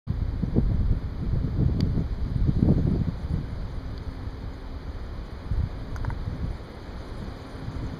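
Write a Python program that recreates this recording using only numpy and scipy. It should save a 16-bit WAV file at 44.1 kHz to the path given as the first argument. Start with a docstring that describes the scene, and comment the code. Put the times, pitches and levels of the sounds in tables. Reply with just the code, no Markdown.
"""You hear a low, lumpy rumble of wind on a hand-held camera at a grassy forest edge.
Gusts shed eddies (small swirls of air) at the microphone's opening, and these make the rumble.
Behind it, treetops roar softly, grass and needles hiss, leaves flutter and a far motor hums faintly.
Two twigs snap and the camera body clicks three times under the hand; each rings very briefly."""
import sys
import numpy as np
from scipy import signal
from scipy.fft import rfft, irfft, next_fast_len
from scipy.io import wavfile
from scipy.ndimage import uniform_filter1d

SR = 44100
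rng = np.random.default_rng(int(sys.argv[2]) if len(sys.argv) > 2 else 0)


def to_wav(s):
    """Save 16-bit WAV."""
    ch = np.atleast_2d(s).T  # columns
    pcm = np.round(np.clip(ch, -1, 1) * 32767)  # PCM
    wavfile.write(sys.argv[1], SR, pcm.astype(np.int16))


N = 352359
TIME = np.arange(N) / SR

# Gusts, each a flurry of small eddies around a large one: time_s, flurry_db, rise_and_fall_s, thump_db
GUST_EVENTS = [(0.105, -25.5, 0.052, -13.5), (0.438, -18.5, .012, -13), (0.576, -7.5, .012, -17),
               (0.708, -19.5, 0.023, -24), (0.747, -21.5, 0.0081, -15), (0.933, -22, 0.013, -15.5),
               (1.372, -30, 0.071, -15.5), (1.633, -20, 0.013, -12), (1.663, -30, 0.014, -10),
               (1.831, -20, 0.029, -11), (1.994, -22.5, 0.053, -14.5), (2.362, -26, 0.0092, -13),
               (2.494, -14.5, 0.017, -9), (2.629, -12, 0.007, -6.5), (2.706, -13, .02, -7),
               (2.779, -17.5, 0.017, -15.5), (2.854, -25, 0.016, -11.5), (2.938, -18.5, 0.033, -14),
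               (3.017, -20, 0.0079, -12.5), (3.087, -20, 0.016, -13.5), (3.341, -22.5, 0.035, -14),
               (3.401, -24, 0.023, -27), (5.516, -25.5, .012, -17.5), (5.639, -30, 0.034, -14.5),
               (6.083, -33, 0.032, -17), (6.28, -29.5, 0.044, -18), (6.447, -31, 0.063, -19.5),
               (7.228, -24, 0.014, -23.5), (7.684, -29, 0.018, -21)]
# Strength of the wind between gusts: time_s, level_db
WIND_STRENGTH = [(0.28, -42), (0.43, -32), (0.6, -32.5), (1.2, -34.5), (1.82, -26), (2.06, -44.5),
                 (2.25, -33.5), (2.68, -26.5), (2.87, -24.5), (3.09, -37), (5.06, -46.5), (6.33, -38.5),
                 (6.67, -46.5), (7.51, -42), (7.98, -38.5)]
# Slow swell of wind pressure on the microphone: time_s, level_db
PRESSURE_SWELL = [(0.08, -28.5), (0.5, -31), (0.87, -23.5), (1.07, -30.5), (2.83, -27), (3.2, -33),
                  (5.05, -37), (5.32, -44.5), (5.6, -23), (5.71, -34), (6.35, -33), (6.39, -41),
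                  (6.46, -23), (6.55, -42), (7.21, -35), (7.45, -45.5), (7.85, -32.5), (7.98, -54)]
# Tone of the eddies in a medium gust: pitch_hz, level_db
EDDY_SPECTRUM = [(18, -16), (35, -16.5), (70, -15.5), (120, -17.5), (200, -24), (320, -34.5), (500, -48.5),
                 (800, -73.5), (1400, -87.5)]
# Breeze in the trees: time_s, treetop_roar_db, needle_hiss_db, leaf_flutter_db
BREEZE_LEVELS = [(0.35, -54.5, -61.5, -83), (1.06, -54, -61.5, -81.5), (2.45, -54, -59, -79),
                 (2.6, -53, -58.5, -77), (4.55, -53, -60, -80.5), (6.76, -51.5, -58.5, -77),
                 (7.29, -50.5, -57, -72), (7.9, -50, -58, -73)]
# Tone of the treetops' roar: pitch_hz, level_db
TREETOP_SPECTRUM = [(40, -14.5), (150, 6), (330, 2), (520, -0.5), (720, -5), (1050, -6), (1600, -10.5),
                    (2200, -13.5), (3200, -18.5), (6000, -54.5)]
# Tone of the hiss of grass and needles: pitch_hz, level_db
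NEEDLE_SPECTRUM = [(1200, -14), (2400, -12.5), (3000, 0.5), (4200, 5), (4900, 3), (5400, -12.5), (6000, -9),
                   (7200, -16.5), (8500, -19), (10300, -20), (12000, -48)]
# Tone of the fluttering leaves: pitch_hz, level_db
LEAF_SPECTRUM = [(4500, -6.5), (6000, 5.5), (7000, 4.5), (8400, 0), (9700, 3), (10600, 2), (11600, -6),
                 (13500, -17), (16000, -26)]
# Twigs breaking: start_s, level_db, favoured_pitch_hz, falloff_db_per_octave
TWIG_SNAPS = [(1.8061, -21, 4600, 8), (3.9785, -32, 4470, 22)]
# Notes a twig rings at: pitch_hz, level_db, ring_s
TWIG_NOTES = [(1100, -25, 0.0012), (1970, -35, 0.0024), (3400, 5, 0.0062), (4380, 2, 0.0042),
              (4630, 5, 0.0064), (6760, -37, 0.0019), (8600, -23, 0.0018), (11800, -28, .0015)]
# Hand taps on the camera: start_s, level_db, favoured_pitch_hz, falloff_db_per_octave, hardness_db
HAND_TAPS = [(5.9619, -22.5, 1485, 36, -1.5), (6.0475, -24.5, 970, 5, -11), (6.1024, -25, 935, 5, -18)]
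# Low notes of the camera's shell: pitch_hz, level_db, ring_s
SHELL_NOTES = [(560, -3, 0.02), (932, -3.5, 0.027), (1460, 8.5, 0.006), (1660, 9, 0.0048),
               (1980, -0.5, 0.012)]
# High notes in the thin tick of a hard contact: pitch_hz, level_db, ring_s
TICK_NOTES = [(4740, -17, 0.016), (6230, -14, 0.0034), (9400, -17, 0.002), (13100, -26, .004)]
# The far motor's two tones: pitch_hz, level_db
MOTOR_TONES = [(263.3, -53), (437, -69.5)]
# How well the air carries the hum: time_s, gain_db
AIR_CARRY = [(0, 1), (3.3, -1.5), (3.9, 3), (4.6, 3), (5.2, -12.5), (5.9, 5.5), (6.9, -9.5), (7.4, 4),
             (7.95, 8)]
# Narrow bands that the camera picks up poorly: pitch_hz, width_hz
CAMERA_DIPS = [(2715, 730), (5500, 450), (7870, 1740), (10930, 930)]


def wind_on_microphone(rumble_dip=0.8, sizzle_db=-37):
    """The rumble dips briefly around each thump, so the thump stands clear; strong gusts sizzle faintly."""
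    pressure, nearness = gust_thumps()
    rumble = eddy_rumble() * (1 - rumble_dip * nearness) + pressure
    power = uniform_filter1d(rumble ** 2, size=1500)
    return rumble + from_db(sizzle_db) * power * rng.standard_normal(N)


def eddy_rumble(medium_db=-29, brightening=0.65, max_excess_db=13.5, full_db=-15):
    """Harder gusts shed smaller eddies, so the rumble reaches higher even once its low end is full."""
    swell_db = in_time(PRESSURE_SWELL)[0] + 3.0 * drift(rate_hz=11) - 1.5
    gust_db = gust_strength()
    flurry_db = np.minimum(gust_db, full_db) - 3.5
    excess_db = np.minimum(gust_db - medium_db, max_excess_db)
    edges_hz = 18 * 2 ** np.arange(0, 6.6, 2 / 3)
    out = 0
    for low, high in zip(edges_hz, edges_hz[1:]):
        hz = np.sqrt(low * high)
        eddies = rms_one(band(rng.standard_normal(N + SR), low, high)[SR:])
        # even out the level: eddies follow one another closely, with few long gaps
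        power = uniform_filter1d(eddies ** 2, size=4000) + 1e-6
        eddies = rms_one(eddies / power ** 0.25)
        # low bands follow the slow swell, higher ones follow the gusts
        gust_share = np.clip(np.log2(hz / 70), 0, 1)
        level_db = (1 - gust_share) * swell_db + gust_share * flurry_db
        octaves_up = max(np.log2(hz / 150), 0)
        level_db += brightening * octaves_up * excess_db + at_hz(EDDY_SPECTRUM, hz)
        out = out + eddies * np.sqrt(high - low) * from_db(level_db)
    return out


def gust_strength(calm_db=-2.5, wind_lumps_db=4.0, gust_lumps_db=2.74):
    """Buffeting in dB: gusts swell out of the lumpy wind and die back; calm air sheds fewer eddies."""
    wind_db, = in_time(WIND_STRENGTH)
    calm = (wind_db.max() - wind_db) / np.ptp(wind_db)
    lumps = drift(rate_hz=22)
    between_gusts = from_db(wind_db + calm_db * calm ** 2 + wind_lumps_db * lumps)
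    gust_power = sum((from_db(db) * np.exp(-np.minimum(np.abs(TIME - time_s) / fade_s, 20))) ** 2
                     for time_s, db, fade_s, _ in GUST_EVENTS)
    return 10 * np.log10(between_gusts ** 2 + gust_power * from_db(gust_lumps_db * lumps) ** 2)


def gust_thumps(medium_hz=117, medium_db=-23.5, octaves_per_db=0.0438):
    """A large eddy passes as a push between two weaker pulls, higher in pitch in a stronger gust."""
    pressure, nearness = np.zeros(N), np.zeros(N)
    for time_s, flurry_db, _, thump_db in GUST_EVENTS:
        hz = medium_hz * 2 ** (octaves_per_db * (flurry_db - medium_db))
        span = np.abs(TIME - time_s) < .04
        spread = (np.pi * hz * (TIME[span] - time_s)) ** 2
        pressure[span] += from_db(thump_db) * (1 - 2 * spread) * np.exp(-spread)
        nearness[span] += np.exp(-spread / 10)  # how near each thump is in time
    return pressure, np.clip(nearness, 0, 1)


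def trees(flutter_db=4.0, flutter_hz=24):
    """Far treetops roar and needles hiss smoothly; near leaves flutter in small patches."""
    roar_db, hiss_db, leaf_db = in_time(BREEZE_LEVELS)
    rustle = noise(LEAF_SPECTRUM)
    shared_flutter = 0.5 * drift(flutter_hz)
    edges_hz = np.geomspace(4500, 16000, 9)
    leaves = 0
    for k, (low, high) in enumerate(zip(edges_hz, edges_hz[1:])):
        patch = band(np.roll(rustle, k * SR // 2), low, high)
        leaves = leaves + patch * from_db(flutter_db * (drift(flutter_hz) + shared_flutter))
    roar = from_db(roar_db + 9) * noise(TREETOP_SPECTRUM)
    hiss = from_db(hiss_db + 1) * noise(NEEDLE_SPECTRUM)
    return roar + hiss + from_db(leaf_db + 8) * rms_one(leaves)


def twig_snaps():
    """A sharp break sets the wood ringing for a moment."""
    return strikes(TWIG_SNAPS, TWIG_NOTES, crackle=0.1, crackle_s=0.0012)


def camera_clicks():
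    """The hand knocks the camera's shell; a harder contact adds a louder thin tick."""
    knocks = strikes([tap[:4] for tap in HAND_TAPS], SHELL_NOTES, crackle=0.06, crackle_s=0.0029)
    contacts = [(start_s, db + hardness_db, hz, 0) for start_s, db, hz, _, hardness_db in HAND_TAPS]
    return knocks + strikes(contacts, TICK_NOTES, crackle=0.16, crackle_s=0.0044)


def far_motor(waver=0.00313, fading_db=2.0):
    """Two humming tones waver and fade as the air moves."""
    wavering_time = np.cumsum(1 + waver * drift(rate_hz=2.65)) / SR
    carry_db, = in_time(AIR_CARRY)
    hum = 0
    for hz, db in MOTOR_TONES:
        gain = np.sqrt(2) * from_db(db + carry_db + fading_db * drift(rate_hz=2.2))
        hum = hum + gain * np.sin(2 * np.pi * hz * wavering_time)
    return hum


def strikes(events, notes, crackle, crackle_s):
    """A click and a short crackle ring an object's notes; falloff weakens those far from one pitch."""
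    out, t = np.zeros(N), TIME[:SR // 10]
    for start_s, db, favoured_hz, falloff in events:
        push = crackle * rng.standard_normal(len(t)) * np.exp(-t / crackle_s)
        push[0] += 1
        sound = 0
        for k, (hz, note_db, ring_s) in enumerate(notes):
            gain = from_db(db + note_db - falloff * abs(np.log2(hz / favoured_hz)))
            sound = sound + gain * (-1) ** k * ring(push, hz, ring_s)
        start = round(start_s * SR)
        out[start:start + len(t)] += sound[:N - start]
    return out


def ring(push, hz, ring_s):
    """A push starts a pure tone that dies away by 60 dB in ring_s."""
    decay = from_db(-60 / (ring_s * SR))
    angle = 2 * np.pi * hz / SR
    return signal.lfilter([0, np.sin(angle)], [1, -2 * decay * np.cos(angle), decay * decay], push)


def drift(rate_hz):
    """Smooth random wandering, typically about 1 either side of zero."""
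    step, warm_up = 40, 2000  # one point every 40 samples; the first points are skipped
    decay = np.exp(-2 * np.pi * rate_hz * step / SR)
    jitter = rng.standard_normal(N // step + warm_up + 2)
    slow = signal.lfilter([1], [1, -2 * decay, decay * decay], jitter)[warm_up:]
    return np.interp(np.arange(N) / step, np.arange(len(slow)), rms_one(slow))


def noise(spectrum):
    """Steady noise with the given tone and an average power of 1."""
    size = next_fast_len(N)
    white = rfft(rng.standard_normal(size))
    gain = from_db(at_hz(spectrum, np.arange(len(white)) * SR / size))
    return rms_one(irfft(white * gain, size)[:N])


def band(x, low_hz, high_hz):
    """Keep the sound between two pitches."""
    return signal.sosfilt(signal.butter(3, [low_hz, high_hz], "band", fs=SR, output="sos"), x)


def at_hz(spectrum, hz):
    """Look up a spectrum's level in dB at any pitch."""
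    pitches, db = np.transpose(spectrum)
    return np.interp(np.log(np.maximum(hz, 1)), np.log(pitches), db)


def in_time(rows):
    """Join a table's timed points into one curve for each level column."""
    times, *columns = np.transpose(rows)
    return [np.interp(TIME, times, column) for column in columns]


def rms_one(x):
    """Scale to an average power of 1."""
    return x / np.sqrt(np.mean(x ** 2) + 1e-20)


def from_db(db):
    """Turn decibels into a multiplier."""
    return 10 ** (np.asarray(db) / 20)


def scene():
    """Wind at the microphone in front of the forest, in one channel."""
    snaps_and_clicks = twig_snaps() + camera_clicks()
    return (wind_on_microphone() + trees() + snaps_and_clicks + far_motor())[None]


def record(dry, hiss_db=-73.0, start_s=0.067, fade_in_s=0.011, cutoff_hz=15250):
    """The camera adds its own hiss, dips four narrow bands, fades in quickly and cuts the top treble."""
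    x = dry + from_db(hiss_db) * rng.standard_normal(dry.shape)
    for hz, width_hz in CAMERA_DIPS:
        x = signal.lfilter(*signal.iirnotch(hz, hz / width_hz, fs=SR), x)
    x = x * np.clip((TIME - start_s) / fade_in_s, 0, 1)
    return signal.sosfilt(signal.ellip(12, .1, 90, cutoff_hz, fs=SR, output="sos"), x)


dry = scene()
out = record(dry)
to_wav(out)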